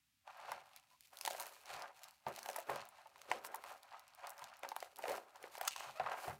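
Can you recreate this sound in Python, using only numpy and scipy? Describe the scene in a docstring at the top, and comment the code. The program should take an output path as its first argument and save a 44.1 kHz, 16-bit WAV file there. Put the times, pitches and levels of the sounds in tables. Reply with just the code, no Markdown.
"""In a quiet room, kitchen scissors cut a crisp pizza on a wire cooling rack, heard from close by.
The base drags and knocks on the wires as noise grains and damped tones, and sets the rack ringing.
The crust snaps in noise bursts of a few ms over fine crackle; the table booms through low resonances.
The pivot squeaks twice in gliding tones, the bare blades ring late on, and shaped noise hisses below."""
import sys
import numpy as np
from scipy import signal
from scipy.fft import rfft, irfft, next_fast_len
from scipy.io import wavfile
from scipy.ndimage import uniform_filter1d, map_coordinates

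SR = 44100
rng = np.random.default_rng(int(sys.argv[2]) if len(sys.argv) > 2 else 0)


def dump(signal):
    """Clip the signal to [-1, 1] and save it as 16-bit WAV at the path in sys.argv[1]."""
    limited = np.clip(np.atleast_2d(signal).T, -1, 1)
    pcm = np.round(limited * 32767).astype(np.int16)
    wavfile.write(sys.argv[1], SR, pcm)


N = 281799


def amp(db):
    """Logarithmic level: decibels become a gain."""
    return 10 ** (np.asarray(db) / 20)


def unit(x):
    """Normalisation: the signal is scaled to rms 1."""
    return x / np.sqrt(np.mean(x ** 2) + 1e-20)


def along(points, hz):
    """Interpolation of (Hz, value) points on a logarithmic frequency axis."""
    point_hz, value = np.transpose(points)
    return np.interp(np.log(hz + 1), np.log(point_hz + 1), value)


def wobble(rate):
    """Slow random fluctuation: a smooth curve through random knots, rate of them a second."""
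    knots = rng.standard_normal(int(N * rate / SR) + 4)
    return map_coordinates(knots, [np.arange(N) * rate / SR])


def filtered(x, response):
    """Linear filtering: the spectrum is multiplied by a complex response of frequency."""
    m = next_fast_len(N + SR // 2)
    return irfft(rfft(x, m) * response(np.fft.rfftfreq(m, 1 / SR)), m)[..., :N]


def coloured(x, spectrum):
    """Spectral shaping: a (Hz, dB) curve weights each frequency."""
    return filtered(x, lambda hz: amp(along(spectrum, hz)))


def resonance(f, centre_hz, width_hz, db):
    """Damped resonator: a causal response that peaks at its centre."""
    damping = 1j * f * width_hz
    return amp(db) * damping / (centre_hz ** 2 - f * f + damping)


def modes(rows):
    """Modal superposition: (Hz, width Hz, dB) resonances are summed with alternating sign."""
    return lambda f: sum((-1) ** k * resonance(f, *row) for k, row in enumerate(rows))


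def ringing(rows):
    """Modal superposition in phase: every resonance is in step with the sound that drives it."""
    return lambda f: sum(resonance(f, *row) for row in rows)


def twice(rows):
    """Cascaded resonance: the same response applied twice has steeper skirts."""
    return lambda f: modes(rows)(f) ** 2


def placed(times, rows):
    """Superposition: short sounds, one a row, are added at their times."""
    at = np.round(times * SR).astype(int)[:, None] + np.arange(rows.shape[1])
    return np.bincount(at.ravel(), rows.ravel(), N + rows.shape[1])[:N]


def grains(per_s, spread_db, t60, clump, bed):
    """Friction as shot noise: decaying noise bursts at clumped moments over rubbing, evened slowly."""
    when = rng.random(N) < per_s / SR * np.exp(clump * wobble(40))
    size = when * amp(spread_db * np.minimum(rng.exponential(size=N), 3))
    decay = amp(-60 / (t60 * SR))
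    fade = bed + unit(signal.lfilter([1], [1, -decay], size))
    fade /= np.sqrt(np.abs(uniform_filter1d(fade ** 2, size=SR // 12)))
    return unit(fade * rng.standard_normal(N))


def swells(s, swell_s, dying_s, db):
    """Energy summation: overlapping gestures, each rising to a peak and dying, give one level in dB."""
    range_db = 20  # fall from the peak after one swell or dying time
    bend = 1.6  # over 1: rounded at the peak, steeper towards the end
    late = np.arange(0, N + 64, 64) / SR - np.c_[s]
    distance = np.maximum(-late / np.c_[np.abs(swell_s)], late / np.c_[np.abs(dying_s)])
    level_db = np.c_[db] - range_db * distance ** bend
    power = np.sum(amp(level_db) ** 2, axis=0) + amp(-120) ** 2
    total_db = 10 * np.log10(power)
    return np.interp(np.arange(N), 64 * np.arange(len(total_db)), total_db)


# Relative spectrum of the hiss. Each row: frequency in Hz, density in dB.
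HISS_SPECTRUM = [(18, -42), (30, -29), (50, -31), (63, 6.5), (107, 3), (146, 4), (171, -4), (306, 0.5),
                 (368, -44), (625, -14), (2470, -4), (16500, -13.5)]


def hiss():
    """Stationary noise: a shaped spectrum at a nearly constant level."""
    level_db = -81.5 + 0.11 * wobble(7.3)
    return amp(level_db) * unit(coloured(rng.standard_normal(N), HISS_SPECTRUM))


# Pushes, squeezes and turns of the pizza. Each row: peak time in seconds, swell in seconds,
# dying in seconds, drag of the base in dB, its bending in dB relative to the drag,
# crackle of the crust in dB, tilt of the crackle to the treble in dB (down for dull, up for bright).
HAND_MOVES = [(.28, 0.029, 0.32, -62, -38, -73.5, -14.5), (.42, 0.13, 0.11, -58.5, -27, -67.5, -11),
              (.52, 0.12, 0.12, -52.5, -15, -62, -12.5), (.65, 0.08, 0.25, -69.5, -31, -71, -7),
              (.76, 0.076, 0.088, -77.5, -35, -69, -12), (.93, 0.13, 0.065, -79.5, -20, -71, -6.5),
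              (1.06, 0.12, 0.1, -86.5, -19, -67.5, -4.5), (1.135, 0.023, 0.12, -63, -14, -64.5, -2),
              (1.265, 0.066, 0.4, -58.5, -8.5, -52.5, -4.5), (1.41, 0.058, 0.15, -56, -24, -57, -2),
              (1.702, 0.048, 0.21, -54.5, -16, -54, -10), (1.829, .2, 0.11, -53.5, -14.5, -79, -10),
              (1.56, 0.13, 0.21, -87, -38, -66, -6), (1.972, 0.034, 0.063, -69, -25, -62, -5.5),
              (2.053, 0.085, 0.093, -64.5, -52, -64.5, -8), (2.13, .06, 0.11, -79.5, -33, -70, -6),
              (2.278, 0.015, 0.048, -46.5, -2.5, -60, -7), (2.385, 0.16, 0.092, -61.5, -22, -58.5, -7),
              (2.48, .1, 0.16, -57, -10, -61, 1), (2.59, 0.14, 0.088, -58, -20, -59.5, -7),
              (2.675, .05, .05, -70, -7, -63, -7), (2.703, 0.034, 0.076, -45.5, -3, -60.5, 2),
              (2.76, 0.094, 0.14, -52, -29, -60, -14.5), (2.98, 0.12, .15, -65.5, -39, -69.5, -10.5),
              (3.2, 0.18, 0.36, -78, -52.5, -69.5, -9), (3.318, 0.048, 0.099, -51, -3, -56, -11),
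              (3.456, 0.016, 0.028, -58, -10, -50.5, 0), (3.53, 0.45, 0.16, -60, -7, -67.5, -6),
              (3.701, 0.14, 0.11, -56, -16, -58.5, -6.5), (3.85, 0.11, 0.087, -71, -32, -75, -9),
              (3.95, .14, 0.12, -59.5, -24, -71.5, -14), (4.1, 0.12, 0.17, -70.5, -38, -75.5, -14.5),
              (4.19, 0.035, 0.092, -63, -38, -70, -11), (4.24, 0.028, 0.11, -51.5, -21, -67, -13),
              (4.41, 0.18, 0.12, -60.5, -21, -70, -0.5), (4.489, 0.18, 0.22, -62, -35, -71.5, -15),
              (4.64, .025, 0.11, -54, -11, -66, -12), (4.72, 0.15, 0.13, -72, -20, -69, -8),
              (4.834, 0.14, 0.12, -64, -27, -61.5, -6.5), (5, 0.036, 0.51, -61, -14, -66, -6),
              (5.119, 0.14, 0.096, -49, -3, -50.5, -4), (5.355, 0.034, .06, -66, -23, -70, -7),
              (5.435, 0.055, 0.11, -60, -8, -63, -6), (5.55, 0.055, 0.047, -60.5, -30, -56, -6),
              (5.671, 0.11, 0.019, -50, -20.5, -53, -6), (5.71, 0.023, 0.44, -68, -38, -56, -8.5),
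              (5.866, .15, 0.088, -54.5, -17.5, -66, -14), (6.005, 0.012, 0.17, -54, -37, -80, 3),
              (6.118, 0.16, 0.13, -47, -16.5, -63, -12), (6.25, 0.16, .14, -54, -12, -54, -4),
              (6.298, 0.066, 0.045, -49.5, -2, -78, -4)]


def hand():
    """Common excitation: the moves set drag, bending, dull crackle and bright crackle, all in dB."""
    s, swell_s, dying_s, drag_db, bend_db, crackle_db, tilt_db = np.transpose(HAND_MOVES)
    levels = (drag_db, drag_db + bend_db, crackle_db - tilt_db, crackle_db + tilt_db)
    return [swells(s, swell_s, dying_s, db) for db in levels]


# Relative spectrum of bread on wires. Each row: frequency in Hz, density in dB.
BREAD_SPECTRUM = [(150, -45), (250, -72.5), (344, -60), (578, 8), (754, 14), (1090, 12.5), (1390, 9.5),
                  (2560, 0.5), (3390, -8.5), (6000, -65), (7800, -63), (13200, -120)]


def drag(drag_db, bend_db):
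    """Stick-slip friction: dragging is a stream of small slips, deeper where the loaded base bends."""
    slips = grains(per_s=220, spread_db=2.5, t60=0.019, clump=0.3, bed=1.1)
    slide = unit(coloured(slips, BREAD_SPECTRUM))
    flex = unit(filtered(slips, twice([(467, 360, 0)])))
    return amp(drag_db) * slide + amp(bend_db) * flex


# Knocks of the base on the wires. Each row: start in seconds, relative level in dB,
# mean pitch in Hz before its waver, t60 in seconds (held within 0.008 to 0.2).
BASE_KNOCKS = [(0.276, -36, 954, 0.017), (0.489, -37, 704, 0.024), (0.518, -29.5, 952, 0.032),
               (1.211, -34, 990, 0.007), (1.251, -32.5, 850, 0.015), (1.2752, -24, 856, 0.025),
               (1.3065, -28, 647, 0.019), (1.348, -30, 720, 0.017), (1.3995, -41, 920, 0.099),
               (1.565, -41, 1080, 0.0072), (1.842, -41, 1500, 0.029), (2.2657, -26.5, 824, 0.029),
               (2.378, -35, 810, 0.013), (2.388, -33.5, 774, 0.012), (2.459, -31, 663, 0.015),
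               (2.489, -23, 810, 0.012), (2.498, -35, 567, 0.032), (2.5604, -31, 826, 0.027),
               (2.583, -31.5, 694, 0.042), (2.696, -21, 825, 0.014), (2.985, -50.5, 940, 0.03),
               (3.057, -49, 835, 0.076), (3.158, -44.5, 920, 0.016), (3.215, -39, 1210, 0.0071),
               (3.315, -13, 900, 0.0097), (3.322, -26, 760, 0.018), (3.345, -41, 520, 0.045),
               (3.448, -29.5, 1000, 0.0064), (3.542, -33, 985, 0.047), (3.639, -31, 854, 0.0075),
               (3.933, -47, 865, 0.1), (4.237, -40, 840, 0.0099), (4.245, -38.5, 743, 0.029),
               (4.4198, -39.5, 873, 0.045), (4.6331, -29.5, 660, 0.012), (4.648, -33.5, 844, 0.022),
               (4.717, -27, 746, 0.019), (4.764, -19, 835, 0.0056), (4.826, -25.5, 730, 0.012),
               (4.9896, -36.5, 743, 0.027), (5.0391, -26, 690, 0.022), (5.055, -30, 720, 0.028),
               (5.081, -27.5, 532, 0.028), (5.0897, -30, 830, 0.02), (5.1061, -29, 575, 0.047),
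               (5.123, -41, 747, 0.094), (5.1547, -38, 858, 0.029), (5.1791, -31, 686, 0.021),
               (5.356, -45.5, 880, 0.028), (5.44, -31.5, 453, 0.018), (5.553, -32, 920, 0.0067),
               (5.5786, -28, 630, 0.0061), (5.612, -26.5, 605, 0.023), (5.652, -41, 820, 0.011),
               (5.677, -23, 1483, 0.023), (5.761, -28.5, 1020, 0.012), (5.806, -25, 1020, 0.0068),
               (5.844, -43.5, 660, 0.034), (5.9973, -26, 720, 0.059), (6.013, -41, 810, 0.013),
               (6.062, -30.5, 1088, 0.072), (6.118, -24, 656, 0.0047), (6.279, -33, 730, 0.051),
               (6.311, -43, 1010, 0.032)]


def knocks():
    """Damped oscillation: each impact is an unsteady decaying tone of the bread with a hard noisy front."""
    s, db, hz, t60 = (c[:, None] for c in np.transpose(BASE_KNOCKS))
    t = np.arange(SR // 8) / SR
    waver = unit(uniform_filter1d(rng.standard_normal((len(s), len(t))), size=40, axis=1))
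    pitch_hz = hz * np.exp(0.2 * np.clip(waver, -1, 2))
    phase = 2 * np.pi * np.cumsum(pitch_hz, axis=1) / SR
    fade = amp(db - 60 * t / np.clip(t60, .008, .2))
    onset = 1 - np.exp(-t / 0.0011)
    thump = np.sin(phase) * fade * onset
    front = amp(db - 11.5 - 60 * t / .006)  # t60 6 ms
    edge = rng.standard_normal(thump.shape) * (front + amp(-5.0) * fade)
    body = filtered(placed(s[:, 0], thump), twice([(797, 1480, 0)]))
    return body + filtered(placed(s[:, 0], edge), twice([(1890, 1460, 0.016)]))


# Resonances of the wire rack. Each row: frequency in Hz, width in Hz, gain in dB.
WIRE_MODES = [(575, 35, -2), (700, 35, -5), (765, 30, -4), (835, 35, -4), (980, 40, -6), (1270, 40, -3),
              (1390, 30, -3), (1595, 30, -4)]


def wires(dragging, knocking):
    """Driven resonance: sliding sets the rack singing more than a knock does."""
    return filtered(dragging + amp(-17.0) * knocking, ringing(WIRE_MODES))


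# Snaps of the crust. Each row: start in seconds, relative peak in dB,
# brightness in dB (bright part over dull part, held within -30 to 30).
CRUST_SNAPS = [(0.277, -53.5, -19), (0.373, -52, 8), (0.5183, -30.5, -2), (0.7625, -38, -3),
               (0.798, -48, -21), (1.0079, -40.5, -5), (1.0727, -48, 1), (1.145, -54, 3),
               (1.1709, -35, -18), (1.1875, -35, -10), (1.2114, -25.5, -10), (1.2507, -25, -27),
               (1.261, -25, -12), (1.277, -23.5, -22), (1.3086, -32, -18), (1.3128, -32, -6),
               (1.32, -36, -12), (1.332, -33.5, -16), (1.3989, -27, -5), (1.406, -31, 22),
               (1.4152, -32, -9), (1.424, -29, -4), (1.4666, -33.5, -1), (1.6575, -41, -15),
               (1.8215, -35.5, -25), (2.034, -36, -3), (2.041, -37, -27), (2.085, -40, -17),
               (2.1092, -41.5, -6), (2.266, -52, -22), (2.2836, -35.5, -7), (2.351, -44, -6),
               (2.3618, -33, -10), (2.3908, -33.5, -11), (2.4298, -30, -13), (2.46, -28.5, -26),
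               (2.4875, -31, -20), (2.5015, -33, -18), (2.5128, -37, -16), (2.5315, -37.5, -16),
               (2.562, -26.5, 11), (2.567, -34.5, -6), (2.5877, -34, 14), (2.602, -36.5, 6),
               (2.6965, -43, 10), (2.759, -33, -8), (2.8531, -45, 4), (2.889, -39.5, 18),
               (3.072, -47.5, -7), (3.18, -47, -15), (3.217, -40, -21), (3.316, -30.5, -19),
               (3.448, -33, 2), (3.467, -38.5, 25), (3.546, -31, 10), (3.5582, -34, 20), (3.6386, -40, -11),
               (3.8316, -42.5, -15), (3.995, -42.5, -2), (4.08, -46.5, -5), (4.1493, -42.5, -1),
               (4.2705, -32.5, -31), (4.2943, -35, 5), (4.3038, -36, 18), (4.38, -37.5, -30),
               (4.3932, -42, -16), (4.4414, -34.5, -30), (4.569, -44.5, -1), (4.5932, -43, 4),
               (4.6332, -34, -22), (4.6894, -32, -5), (4.7165, -43, -16), (4.7641, -30.5, 0),
               (4.8035, -35, -28), (4.8275, -36.5, -14), (4.9597, -40, -8), (4.9677, -39.5, -19),
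               (4.9868, -39, 24), (5.098, -36, -5), (5.1708, -36.5, -23), (5.3587, -44.5, -14),
               (5.4276, -38, -19), (5.553, -38, -21), (5.5819, -35.5, -3), (5.6122, -29, 0),
               (5.6514, -38, -19), (5.6757, -24, 2), (5.6786, -18.5, -32), (5.687, -39, -10),
               (5.763, -32, -27), (5.8023, -38, -20), (5.998, -71, -24), (6.121, -46, -5)]


def snaps():
    """Brittle fracture: each crack is a short noise burst, divided into a dull and a bright part."""
    s, db, bright_db = (c[:, None] for c in np.transpose(CRUST_SNAPS))
    t = np.arange(SR // 50) / SR
    run_s = .0003 * (1 + amp(db + 24))  # a big crack runs longer
    u = t / run_s
    envelope = u * np.exp(1 - u) + amp(-21 - 60 * t / 0.072)  # the run, plus a weak tail
    burst = rng.standard_normal(u.shape) * envelope
    burst *= amp(db) / np.abs(burst).max(axis=1, keepdims=True)
    lean = amp(np.clip(bright_db, -30, 30) / 2)
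    shared = burst / np.hypot(lean, 1 / lean)  # the two parts keep the power of one
    dull = filtered(placed(s[:, 0], shared / lean), twice([(4550, 9000, 0.0099)]))
    bright = filtered(placed(s[:, 0], shared * lean), twice([(11170, 17400, 0)]))
    return amp(2) * (dull + bright)


# Relative spectrum of the fine crackle. Each row: frequency in Hz, density in dB.
CRACKLE_SPECTRUM = [(880, -10), (1500, -4), (2550, 8), (3380, 1.5), (4390, 4.5), (4850, 0.5), (13100, -4),
                    (15500, -6), (16500, -49)]


def crackle(dull_db, bright_db):
    """Granular noise: many tiny fractures; soft topping dulls them, dry crust brightens them."""
    crumbs = grains(per_s=300, spread_db=6.5, t60=.005, clump=0.65, bed=1.0)
    whole = unit(coloured(crumbs, CRACKLE_SPECTRUM))
    low = filtered(whole, lambda hz: 1 / (1 + (hz / 7000) ** 3))
    return amp(dull_db - 9.0) * low + amp(bright_db + 3.5) * (whole - low)


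# Decay of the room. Each row: frequency in Hz, t60 in seconds.
ROOM_DECAY = [(300, 0.44), (1500, 0.043), (5000, 0.12), (14000, 0.017)]


def room(x):
    """Reverberation: convolution with a noise tail whose frequencies die at their own speeds."""
    hz, t, z = signal.stft(rng.standard_normal(SR // 2), SR, nperseg=256)
    decay = amp(-60 * t / along(ROOM_DECAY, hz)[:, None])
    tail = signal.istft(z * decay, SR, nperseg=256)[1]
    delayed = np.pad(x, (200, 0))  # 200 samples, 4.5 ms
    return amp(-15.5) * signal.fftconvolve(delayed, tail / np.linalg.norm(tail))[:N]


# Resonances of the table top. Each row: frequency in Hz, width in Hz, gain in dB.
TABLE_MODES = [(76.3, 17, 16), (138.6, 13, 23.5), (220, 2.8, 25), (292, 315, -16.5)]
# The rack bears down on the table. Each row: blow time in seconds, peak of the driving blow in dB,
# level of the shudder after it in dB, dying of the shudder in seconds.
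TABLE_THUMPS = [(.5, -77, -75.5, 0.15), (1.71, -80, -72, 0.13), (2.262, -60, -67, 0.081),
                (2.695, -65, -64.5, 0.15), (3.302, -72, -84, .2), (4.418, -76, -79, 0.091),
                (5.03, -84, -88, 0.18), (5.851, -86, -73, 0.11), (5.997, -64.5, -64.5, 0.13),
                (6.275, -58, -59, 0.11)]


def table_top(bend_db):
    """Forced plate vibration: the table rings with the thumps and the pressure of the hand."""
    def response(hz):
        """Modal response with a low cut near 45 Hz."""
        return modes(TABLE_MODES)(hz) / (1 + (45 / (hz + 1)) ** 4)

    tremor = amp(1.5 * wobble(12))
    pressure = unit(filtered(tremor * rng.standard_normal(N), response))
    s, db, shudder_db, dying_s = np.transpose(TABLE_THUMPS)
    swell_s = .025  # the shudder peaks this long after the blow
    shudder = amp(swells(s + swell_s, swell_s, dying_s, shudder_db))
    push = np.hanning(SR // 250)  # a soft blow of 4 ms
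    thumps = filtered(placed(s, amp(db[:, None]) * push), response)
    through = amp(bend_db - 20)  # bending that reaches the table top
    return np.hypot(shudder, through) * pressure + thumps


# Squeaks of the pivot. Each row: start in seconds, end in seconds, first pitch in Hz,
# last pitch in Hz, level of the fundamental in dB, overtones in dB relative to it.
PIVOT_SQUEAKS = [(.91, .965, 1015, 985, -71, -30), (5.955, 5.992, 590, 660, -57, -4)]
# Overtones of a squeak. Each row: multiple of the fundamental, signed weight in dB.
PIVOT_OVERTONES = [(2, 3), (3, -5), (4, -2), (7, -14)]


def squeak():
    """Stick-slip oscillation: the blades stick and slip at the pivot in short, rough gliding tones."""
    t, out = np.arange(N) / SR, np.zeros(N)
    for start, end, from_hz, to_hz, db, over_db in PIVOT_SQUEAKS:
        on = np.clip(np.minimum(t - start, end - t) / 0.0026, 0, 1)
        jitter, shimmer_db = .03 * wobble(300), 3 * wobble(200)
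        pitch_hz = np.interp(t, [start, end], [from_hz, to_hz]) * (1 + jitter)
        phase = 2 * np.pi * np.cumsum(pitch_hz) / SR
        overtones = sum(amp(d) * np.sin(k * phase) for k, d in PIVOT_OVERTONES)
        out += on * amp(db + shimmer_db) * (np.sin(phase) + amp(over_db) * overtones)
    return out


# Resonances of the scissors' steel. Each row: frequency in Hz, width in Hz, gain in dB.
BLADE_MODES = [(2900, 600, 0), (6450, 800, 1), (8000, 800, -3)]
# Drive of the blades by the crust as they are pulled out. Each row: time in seconds, gain in dB.
BLADE_DRIVE = [(5.63, -40), (5.65, 2), (5.7, 0), (5.88, -4), (5.93, -40)]


def steel(crisp):
    """Sympathetic resonance: the bare blades ring with the sound of the crust."""
    s, db = np.transpose(BLADE_DRIVE)
    drive = amp(np.interp(np.arange(N) / SR, s, db))
    return filtered(drive * crisp, ringing(BLADE_MODES))


def scene():
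    """Superposition of sources: pizza, rack, scissors and table in a quiet room."""
    drag_db, bend_db, dull_db, bright_db = hand()
    dragging, knocking = drag(drag_db, bend_db), knocks()
    crisp = snaps() + crackle(dull_db, bright_db)
    near = dragging + knocking + wires(dragging, knocking) + crisp + squeak() + steel(crisp)
    return (hiss() + near + room(near) + table_top(bend_db))[None]


def record(dry):
    """Band limitation: the recorder keeps nothing from 16300 Hz up."""
    return filtered(dry, lambda hz: hz < 16300)


dry = scene()
out = record(dry)
dump(out)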